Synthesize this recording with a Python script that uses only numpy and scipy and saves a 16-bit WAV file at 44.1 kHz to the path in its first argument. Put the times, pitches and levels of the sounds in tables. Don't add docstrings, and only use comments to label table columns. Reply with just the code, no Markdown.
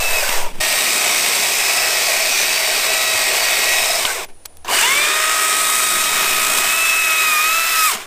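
import sys
import numpy as np
from scipy import signal
from scipy.fft import rfft, irfft
from scipy.io import wavfile
from scipy.ndimage import uniform_filter1d

SR = 44100
rng = np.random.default_rng(int(sys.argv[2]) if len(sys.argv) > 2 else 0)


def generate_wav(sig):
    pcm = np.round(np.clip(np.atleast_2d(sig).T, -1, 1) * 32767).astype(np.int16)
    wavfile.write(sys.argv[1], SR, pcm)


N = 355446


def gain_of(db):
    return 10 ** (np.asarray(db) / 20)


def unit_rms(x):
    return x / np.sqrt(np.mean(x ** 2) + 1e-20)


def spectrum_db(points, hz):
    f, db = np.transpose(points)
    return np.interp(np.log(hz + 1), np.log(f + 1), db)


def follow(rows, t):
    times, *columns = np.transpose(rows)
    return [np.interp(t, times, column) for column in columns]


def add(mix, start_s, sound):
    part = mix[max(round(start_s * SR), 0):][:len(sound)]
    part += sound[:len(part)]


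def wander(count, hz):
    lowpass = signal.butter(2, hz, fs=SR, output="sos")
    return unit_rms(signal.sosfilt(lowpass, rng.standard_normal(count + SR))[SR:])


def noise_band(hz, width_hz, db, count=N):
    sos = signal.butter(3, (hz - width_hz / 2, hz + width_hz / 2), "bandpass", fs=SR, output="sos")
    return gain_of(db) * unit_rms(signal.sosfilt(sos, rng.standard_normal(count + SR // 4)))[-count:]


def coloured(x, db_of, size=512):
    frames = dict(fs=SR, nperseg=size, noverlap=size - size // 4)
    hz, t, spectrum = signal.stft(x, **frames)
    return signal.istft(spectrum * gain_of(db_of(hz[:, None], t)), **frames)[1][:len(x)]


# f/Hz, relative level/dB
WASH_SPECTRUM = [(30, -14), (60, 1.5), (150, -10), (220, -11), (450, -9), (700, -6.5), (1200, -18),
                 (4000, -23.5), (8200, -24), (11500, -31), (15500, -36)]


def wash(db=-51):
    noise = coloured(rng.standard_normal(N), lambda hz, s: spectrum_db(WASH_SPECTRUM, hz), size=2048)
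    return gain_of(db) * unit_rms(noise)


def insects():
    return noise_band(hz=9750, width_hz=780, db=-54)


# f/Hz, start/s, end/s, level/dB
HUM_TONES = [(77.8, .7, 1.6, -59), (77.8, 3.3, 5.4, -55), (77.8, 4.5, 5.0, -53), (127.6, 1.4, 3.9, -56),
             (175.7, 0, .6, -52), (175.7, .85, 1.65, -52), (234, .65, 1.4, -55), (174.5, 5.6, 6.75, -51),
             (252, 5.5, 6.5, -52), (232.8, 5.9, 6.7, -54)]


def machinery_hum(t, fade_s=0.06):
    out = np.zeros(N)
    for hz, start, end, db in HUM_TONES:
        fade = np.clip(np.minimum(t - start, end - t) / fade_s, 0, 1)
        out += gain_of(db + 1.5 * wander(N, 4.2)) * fade * np.sin(2 * np.pi * hz * t)
    return out


# t/s, level/dB
BREEZE_LEVEL = [(0, -14), (.25, -22.5), (.516, -10), (.6, -19), (.61, -35), (1.1, -49.5), (4.2, -36),
                (5.5, -47.5), (6.2, -36), (7.3, -45), (8.06, -44)]


def breeze(t):
    hz = np.fft.rfftfreq(N, 1 / SR)
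    sway = irfft(rfft(rng.standard_normal(N)) * (hz / 9) / (1 + (hz / 11) ** 7.7), N)
    return gain_of(follow(BREEZE_LEVEL, t)[0]) * unit_rms(sway)


# t/s, level/dB, f/Hz
WOOD_THUMPS = [(3.145, -37, 90), (7.95, -37, 217)]


def thumps():
    out, t = np.zeros(N), np.arange(3000) / SR
    envelope = np.e * t / 0.0041 * np.exp(-t / 0.0061)
    for start, db, hz in WOOD_THUMPS:
        add(out, start, gain_of(db) * envelope * np.sin(2 * np.pi * hz * t))
    return out


# t/s, level/dB, f/Hz, t60/s, crack share
TICK_EVENTS = [(0.291, -5, 2700, .03, 0.54), (4.0528, 0, 3000, .008, .1), (4.0526, -6, 3700, .008, .2),
               (4.0542, -9, 2200, .025, .3), (4.049, -8.5, 1200, 0.027, 0.52),
               (4.246, -18, 9000, 0.018, 0.95), (4.288, -36, 1508, .05, 0.71),
               (4.39, -50, 13000, .01, 0.65), (4.417, -54, 7000, .02, .8), (4.44, -45, 13000, .01, .8),
               (4.4538, -21, 4430, .03, 0.68), (4.4574, -11.5, 7860, 0.019, 0.75),
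               (4.57, -26.5, 10000, 0.013, 1), (4.6465, -29, 6100, 0.036, .3),
               (4.682, -14, 2800, 0.05, 0.51), (4.733, -4.5, 2940, .03, 0.49), (4.787, -5, 2500, .03, 0.36),
               (6.576, -4, 3550, 0.033, 0.98), (6.592, -14, 3700, .03, .9), (6.644, -7, 3020, 0.029, 1)]


def ticks(attack_s=0.00024):
    out, t = np.zeros(N), np.arange(3000) / SR
    for start, db, hz, t60, share in TICK_EVENTS:
        sos = signal.butter(1, (hz / 10, min(hz * 2.1, 19000)), "bandpass", fs=SR, output="sos")
        crack = 0.5 * unit_rms(signal.sosfilt(sos, rng.standard_normal(len(t))))
        ring = np.sin(2 * np.pi * hz * t)
        envelope = gain_of(db - 60 * t / t60) * np.minimum(t / attack_s, 1)
        add(out, start, envelope * ((1 - share) * ring + share * crack))
    return out


# start/s, end/s, f/Hz, width/Hz, level/dB
RESONANCE_SPELLS = [(0.217, .24, 580, 60, -27), (0.229, 0.295, 1530, 90, -27),
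                    (0.367, 0.492, 940, 110, -30.5), (0.431, 0.474, 590, 60, -30),
                    (0.61, 1.15, 3740, 140, -36), (1.6, 1.9, 696, 90, -39), (2.05, 2.33, 667, 110, -32.5),
                    (2.28, 2.47, 5960, 700, -25), (2.44, 2.822, 4560, 150, -30),
                    (3.252, 3.75, 4480, 170, -30), (3.851, 4.02, 5220, 260, -31),
                    (3.882, 4.02, 683, 70, -26), (4.07, 4.12, 1550, 100, -28.5),
                    (4.682, 4.736, 1030, 200, -23.5), (4.692, 4.837, 2920, 180, -24),
                    (4.797, 4.963, 3520, 160, -28), (5.15, 5.6, 5330, 250, -38), (5.6, 6.75, 201, 110, -48),
                    (4.7, 5.2, 398, 110, -39), (7.15, 7.6, 11700, 900, -35)]


def resonances():
    out = np.zeros(N)
    for start, end, hz, width_hz, db in RESONANCE_SPELLS:
        t = np.arange(start, end, 1 / SR)
        fade = np.clip(np.minimum(t - start, end - t) / (0.18 * (end - start)), 0, 1)
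        add(out, start, fade * noise_band(hz, width_hz, db, len(t)))
    return out


TEETH, START_S, SPIN_UP_S = 8, 4.683, .12
RELEASE_S, BRAKE_ONSET_S = (.19, 3.95, 7.865), (.01, .04, .008)
BRAKE_HZ_PER_S = (1200, 1900, 3100)
# t/s, tooth rate under power/Hz
POWERED_RATE = [
    [(0, 663), (.12, 650), (.19, 637)],
    [(.62, 623), (.9, 631), (1.05, 629), (1.6, 640), (1.78, 653), (1.92, 641), (2.06, 640), (2.16, 626),
     (2.22, 639), (2.31, 639), (2.39, 597), (2.48, 643), (2.6, 651), (2.67, 638), (2.82, 632), (2.9, 650),
     (3.17, 641), (3.28, 630), (3.45, 638), (3.96, 637)],
    [(4.68, 635), (5.5, 633), (5.9, 629), (6.05, 633), (6.62, 630), (6.8, 653), (7.0, 647), (7.12, 637),
     (7.23, 637), (7.38, 609), (7.55, 655), (7.66, 659), (7.76, 649), (7.86, 626)],
]


def tooth_hz(run, t):
    powered = follow(POWERED_RATE[run], t)[0]
    if run == 2:
        powered *= 1 - np.exp(-np.maximum(t - START_S, 0) / SPIN_UP_S)
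    released_s = np.maximum(t - RELEASE_S[run], 0)
    braked_s = released_s - BRAKE_ONSET_S[run] * (1 - np.exp(-released_s / BRAKE_ONSET_S[run]))
    return np.maximum(powered - BRAKE_HZ_PER_S[run] * braked_s, 0)


def shaft_angle(run, t):
    rate_hz = tooth_hz(run, t)
    slack = np.clip(1 - rate_hz / 620, 0, 1)
    tremble = ((.002, .00401, .002)[run] + .015 * slack) * wander(len(t), 41)
    return 2 * np.pi * np.cumsum(rate_hz * (1 + tremble)) / SR / TEETH


# t/s, beat depth in the chatter/dB
BITE_DEPTH = [(0, 0), (.6, 0.5), (2, 0.5), (4, 0.5), (4.8, .5), (5.6, 0.5), (6.2, 1), (6.55, 2), (6.75, 0),
              (7.9, .5)]


def cutter_beat_db(t, angle):
    return follow(BITE_DEPTH, t)[0] * np.cos(.745 * angle + 0.3 * wander(len(t), 8))


# t/s, level/dB; first and last rows bound the run
CHATTER_LEVEL = [
    [(0, -20), (.2, -18.5), (.36, -20), (.42, -24), (.5, -35.5), (.53, -42.5), (.596, -39)],
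    [(.6, -17), (1.4, -15.5), (1.6, -16), (2.0, -16.5), (2.4, -17), (2.6, -17.5), (2.8, -17), (3.0, -17.5),
     (3.8, -16.5), (4.08, -19.5), (4.16, -23.5), (4.24, -28.5), (4.275, -59), (4.3, -49), (4.33, -67),
     (4.36, -72)],
    [(4.645, -36), (4.67, -37), (4.7, -21.5), (4.73, -17), (4.8, -14.5), (4.86, -16.5), (5.2, -18),
     (5.5, -17.5), (6.6, -17), (7.0, -19), (7.2, -17.5), (7.6, -19), (7.87, -16), (7.93, -19),
     (7.953, -21.5), (7.965, -29.5), (8.03, -32.5), (8.06, -38)],
]


def chatter_level(run, t, working_db=-17.5):
    db = follow(CHATTER_LEVEL[run], t)[0]
    return gain_of(db), np.maximum(working_db - db, 0)


# f/Hz, relative level/dB
FAR_SPECTRUM = [(59, -51), (100, -21), (326, -29), (601, -2.5), (1460, -9.5), (2630, -5.5), (2990, -9),
                (7100, -13), (8400, -8.5), (10600, -19.5), (13600, -12.5), (15500, -18.5)]
UPRIGHT_SPECTRUM = [(59, -49), (100, -27.5), (530, -13.5), (627, -5), (1340, -9), (2520, -2.5),
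                    (3050, -6.5), (5390, -6), (6950, -10), (8230, -5.5), (10800, -15), (14200, -9),
                    (15500, -17.5)]
SIDE_SPECTRUM = [(59, -75), (100, -30.5), (386, -17), (552, -18), (654, -3.5), (860, -12.5), (1260, -2.5),
                 (1430, -2.5), (2470, -3.5), (4560, -7.5), (8050, -8.5), (14500, -17), (15500, -11.5)]
# f/Hz, width/Hz, boost/dB for each run
BODY_RINGS = [(321, 57, -2, -7, -7), (393, 202, 12.5, 8.5, 9.5), (680, 310, -4.5, -1, -4.5),
              (940, 280, 2.5, -2, 3.5), (1100, 41, -4, 4.5, 1), (1253, 46, -5, -5.5, 3),
              (2235, 410, -1, 4, 3), (3140, 170, -3, -1, 0.5), (3540, 152, -3, 1, 2.5),
              (4230, 250, -3, -5, -0.5), (4210, 210, -4, 4, 0), (5380, 500, 0.5, 1, 2),
              (8300, 1900, 1, 3.5, 6), (13550, 2300, -2.5, -3, 7)]


def body_db(run, hz):
    rings_db = sum(boosts[run] / (1 + (2 * (hz - centre) / width) ** 2)
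                   for centre, width, *boosts in BODY_RINGS)
    return spectrum_db((FAR_SPECTRUM, UPRIGHT_SPECTRUM, SIDE_SPECTRUM)[run], hz) + rings_db


# low/Hz, high/Hz
BANDS = [(130, 346), (290, 1150), (1150, 3800), (4350, 4800), (7600, 10050), (10300, 20000)]
BAND_LINGER = (0.67, 0.19, 0.16, -0.056, -0.15, -0.063)
# t/s, boost/dB of wood rumble, wood body, bar ring, cutter ring
BAND_DRIFT = [
    [(0, -7, -3, 0, -1), (.3, -6, -1, 1, -2.2), (.47, 5, 3.5, 1, -1), (.6, 15, -3, 0, 1)],
    [(.6, 2, 3, 0, -0.5), (.8, 4.5, 0.5, -1, -0.5), (1.4, 2, 0.5, -6, -3), (1.7, -3, 0.5, -1, -2.5),
     (2.4, 1, 0, 1.5, -3), (3.2, -0.5, 2.5, 1, -2.5), (3.8, -0.5, 1, -5, -2.5), (4.05, 0, 3.5, 1, 0),
     (4.16, -10, 6, -5, -0.5), (4.25, 4, 7, -6, -4)],
    [(4.65, 1, 14.5, 4, -5), (4.75, 0, 5.5, 10, 2.5), (4.9, 8, -1.5, -1, -0.5), (5.2, 1, 3, -1, -0.5),
     (5.5, 3.5, 1, -3, 4), (5.85, 3, 1, 1, 4.5), (6.2, 5, 3, -1, -1.5), (6.6, 7, 2, -1.5, 1),
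     (6.85, 1.5, -0.5, -10, 0.5), (7.3, 2, -0.5, -4, -1.5), (7.8, -4.5, -1.5, 1, -1.5),
     (7.88, -1, -9, -6, 3), (7.95, 1, 7, 0, -1)],
]
# t/s, boost/dB of chain rasp, treble
RASP_DRIFT = [(0, -1, 0.5), (.59, 0, 0), (.61, 0.5, 0.5), (1.5, -1, -0.5), (2.6, 0, -0.5), (3.6, 1, -0.5),
              (4.1, -1.5, 0), (4.7, 0.5, -2), (5.2, 1.5, -3), (5.8, -1, 0.5), (6.5, 0.5, 0.5), (7.2, 0, 0),
              (7.85, -1, 3), (7.97, 1, -2)]


def drift_db(run, hz, t):
    patches = uniform_filter1d(rng.standard_normal((len(hz), len(t))), size=2, axis=0)
    patches = uniform_filter1d(patches, size=40, axis=1)
    rumble, body, bar, cutter = follow(BAND_DRIFT[run], t)
    rasp, treble = follow(RASP_DRIFT, t)
    _, fall_db = chatter_level(run, t)
    boosts = np.array([rumble, body, rasp, bar, cutter, treble]) + np.outer(BAND_LINGER, fall_db)
    bands_db = sum(db / (1 + (hz / high) ** 24 + (low / (hz + 1)) ** 24)
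                   for (low, high), db in zip(BANDS, boosts))
    return 1.15 * unit_rms(patches) + bands_db


SHAFT_TONES = [(3.9, -33, -42, -34.5), (7.21, -45, -35, -34), (8.93, -19, -19.5, -29.5),
               (12.06, -36, -39, -26), (14.75, -28, -27, -21), (17.4, -28, -41, -29),
               (30.5, -31, -18.5, -16), (56, -32, -26, -24), (56.9, -30, -21.5, -43),
               (58.3, -30, -16.5, -32)]


def chatter(run, t, angle, beat_db, chips_per_s=2500):
    n = len(t)
    chips = (rng.random(n) < chips_per_s / SR) * gain_of(3.7 * np.minimum(rng.exponential(1, n), 3.5))
    drive = rng.standard_normal(n) + 0.45 * unit_rms(chips * rng.choice([-1., 1.], n))
    faults = rng.standard_normal(400)
    turning = np.clip(tooth_hz(run, t) / 600, 0, 1) ** 3
    drive += 0.25 * turning * np.interp(angle / (2 * np.pi) % 1, np.linspace(0, 1, len(faults)), faults)
    pulse_db = 0.38 * np.cos(TEETH * angle) + .5 * np.cos(angle) + beat_db + 0.77 * wander(n, 124)
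    scrape = unit_rms(coloured(drive * gain_of(pulse_db), lambda hz, s: body_db(run, hz), size=2048))
    scrape = coloured(scrape, lambda hz, s: drift_db(run, hz, s + t[0]))
    tones = sum(gain_of(levels[run] + 2.5 * wander(n, 3)) * np.cos(order * angle)
                for order, *levels in SHAFT_TONES)
    gain, _ = chatter_level(run, t)
    return gain * (scrape + turning * tones)


HARMONICS, COAST_DB = (1, 2, 3, 4, 6, 8), (-9.5, -10, -8)
WHINE_LEVELS = [(-34, -41, -35, -21.5, -33, -38), (-35, -41.5, -32, -28.5, -35, -38),
                (-38.5, -25, -36, -23.5, -34.5, -40.5)]
# t/s, boost/dB of each harmonic
WHINE_SHIFTS = [
    [(0, 0, 0, 0, 0, 0, -5), (.2, 2, 2, 0, 0, 0.0096, 10)],
    [(.6, 5, 3, 8.5, -14, 3, 3), (.7, 0, 2, 1, -12, 2, 3), (.88, -9, 6, 0, 1, -2, 0),
     (1.1, 0, 7, -6, 0, 2, -2), (1.55, -11, -2, -6, 0, -5, 3), (1.8, -1, 7, 0.5, 1, -5, 9),
     (2.2, 3.5, -2, 0, -0.5, 0, 2), (2.43, -3, -4, -7, 3.5, 2, 2), (2.65, 6, -4, -5, -4, 3, -2),
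     (2.8, -1, 3, -2, 0, 0, -3), (2.9, 4, 0, 1, -1, 5, 0), (3.03, 1, 10, 2.5, 1.5, 10, 0),
     (3.35, 0.5, -3, 1, -1.5, -8, 0), (3.75, -0.5, -4, 6.5, 3.5, 6, -2), (3.95, 3.5, 9, -8, 1, 4, 12),
     (4.07, -4, 20, 13, 3, 4, 0), (4.2, -10, 10, -5, 8, 18, 0)],
    [(4.73, -12, -10, -2, -1, -6, -2), (4.79, -4, -17, -6, -18, 4, 8), (4.84, -5, 4, -8, -9, 17, 8),
     (4.88, 0, -1, -12, 2.5, 10, 2), (4.92, -2, 0, -8, 5, -8, 0), (4.99, 6, -10, -2, 5, 8, 0),
     (5.12, 4, -2, 8, -2.5, 5, 2), (5.4, 2.5, 2, 6, -8, -6, 0), (5.6, 0, -0.5, 2, -10, 3.5, -4),
     (6.2, -1.5, -2.5, 1, -3.5, 5.5, -6), (6.6, -3, -4, -4, -2.5, -5, 0), (6.88, -1, -3.5, 2, 7, 0, -2),
     (7.17, -1.5, -1, 2, 4.5, 2, 6), (7.38, -10, 4.5, 6, 4, 3, 4), (7.58, 5.5, 3.5, -4, 4.5, 4, 0),
     (7.7, -1, -4.5, 4, -1, 0, 4), (7.8, -8, 6.5, 0, 0.5, 0, 13), (7.87, -10, 7, -4, 1, -1, 9),
     (7.92, -12, 8, -6, -2, -2, 0), (7.96, -12, -20, -8, -16, -6, -10)],
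]
WHINE_FLUTTER = [(.5, .4, .4, .25, .6, .6), (.4, .15, .3, .4, .45, .7), (.4, .06, .3, .15, .25, .25)]


def whine(run, t, angle, beat_db):
    tones = np.zeros(len(t))
    shifts = follow(WHINE_SHIFTS[run], t)
    for k, db, shift_db, flutter in zip(HARMONICS, WHINE_LEVELS[run], shifts, WHINE_FLUTTER[run]):
        throb = 1 + 0.091 * np.cos(angle + 2 * np.pi * rng.random()) + flutter * wander(len(t), 38)
        phase = k * TEETH * angle + flutter * wander(len(t), 37)
        tones += gain_of(db + shift_db) * unit_rms(throb) * np.cos(phase)
    moving = np.clip((tooth_hz(run, t) - 80) / 60, 0, 1)
    coasting = np.clip((t - RELEASE_S[run]) / 0.045, 0, 1)
    _, fall_db = chatter_level(run, t)
    return np.sqrt(2) * moving * tones * gain_of(COAST_DB[run] * coasting - fall_db + 0.45 * beat_db)


def chainsaw(fade_in_s=(.003, .008, .002), fade_out_s=.0011):
    out = np.zeros(N)
    for run, rows in enumerate(CHATTER_LEVEL):
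        t = np.arange(round(rows[0][0] * SR), min(round(rows[-1][0] * SR), N)) / SR
        angle = shaft_angle(run, t)
        beat_db = cutter_beat_db(t, angle)
        fade = np.clip(np.minimum((t - t[0]) / fade_in_s[run], (t[-1] - t) / fade_out_s), 0, 1)
        add(out, t[0], fade * (whine(run, t, angle, beat_db) + chatter(run, t, angle, beat_db)))
    return out


def scene():
    t = np.arange(N) / SR
    sawing = chainsaw() + resonances() + ticks() + thumps()
    yard = wash() + breeze(t) + machinery_hum(t) + insects()
    return np.tile(sawing + yard, (2, 1))


def record(dry):
    lowpass = signal.firwin(1023, 15400, window=("kaiser", 10), fs=SR)
    return signal.oaconvolve(dry, lowpass[None], "same")


dry = scene()
out = record(dry)
generate_wav(out)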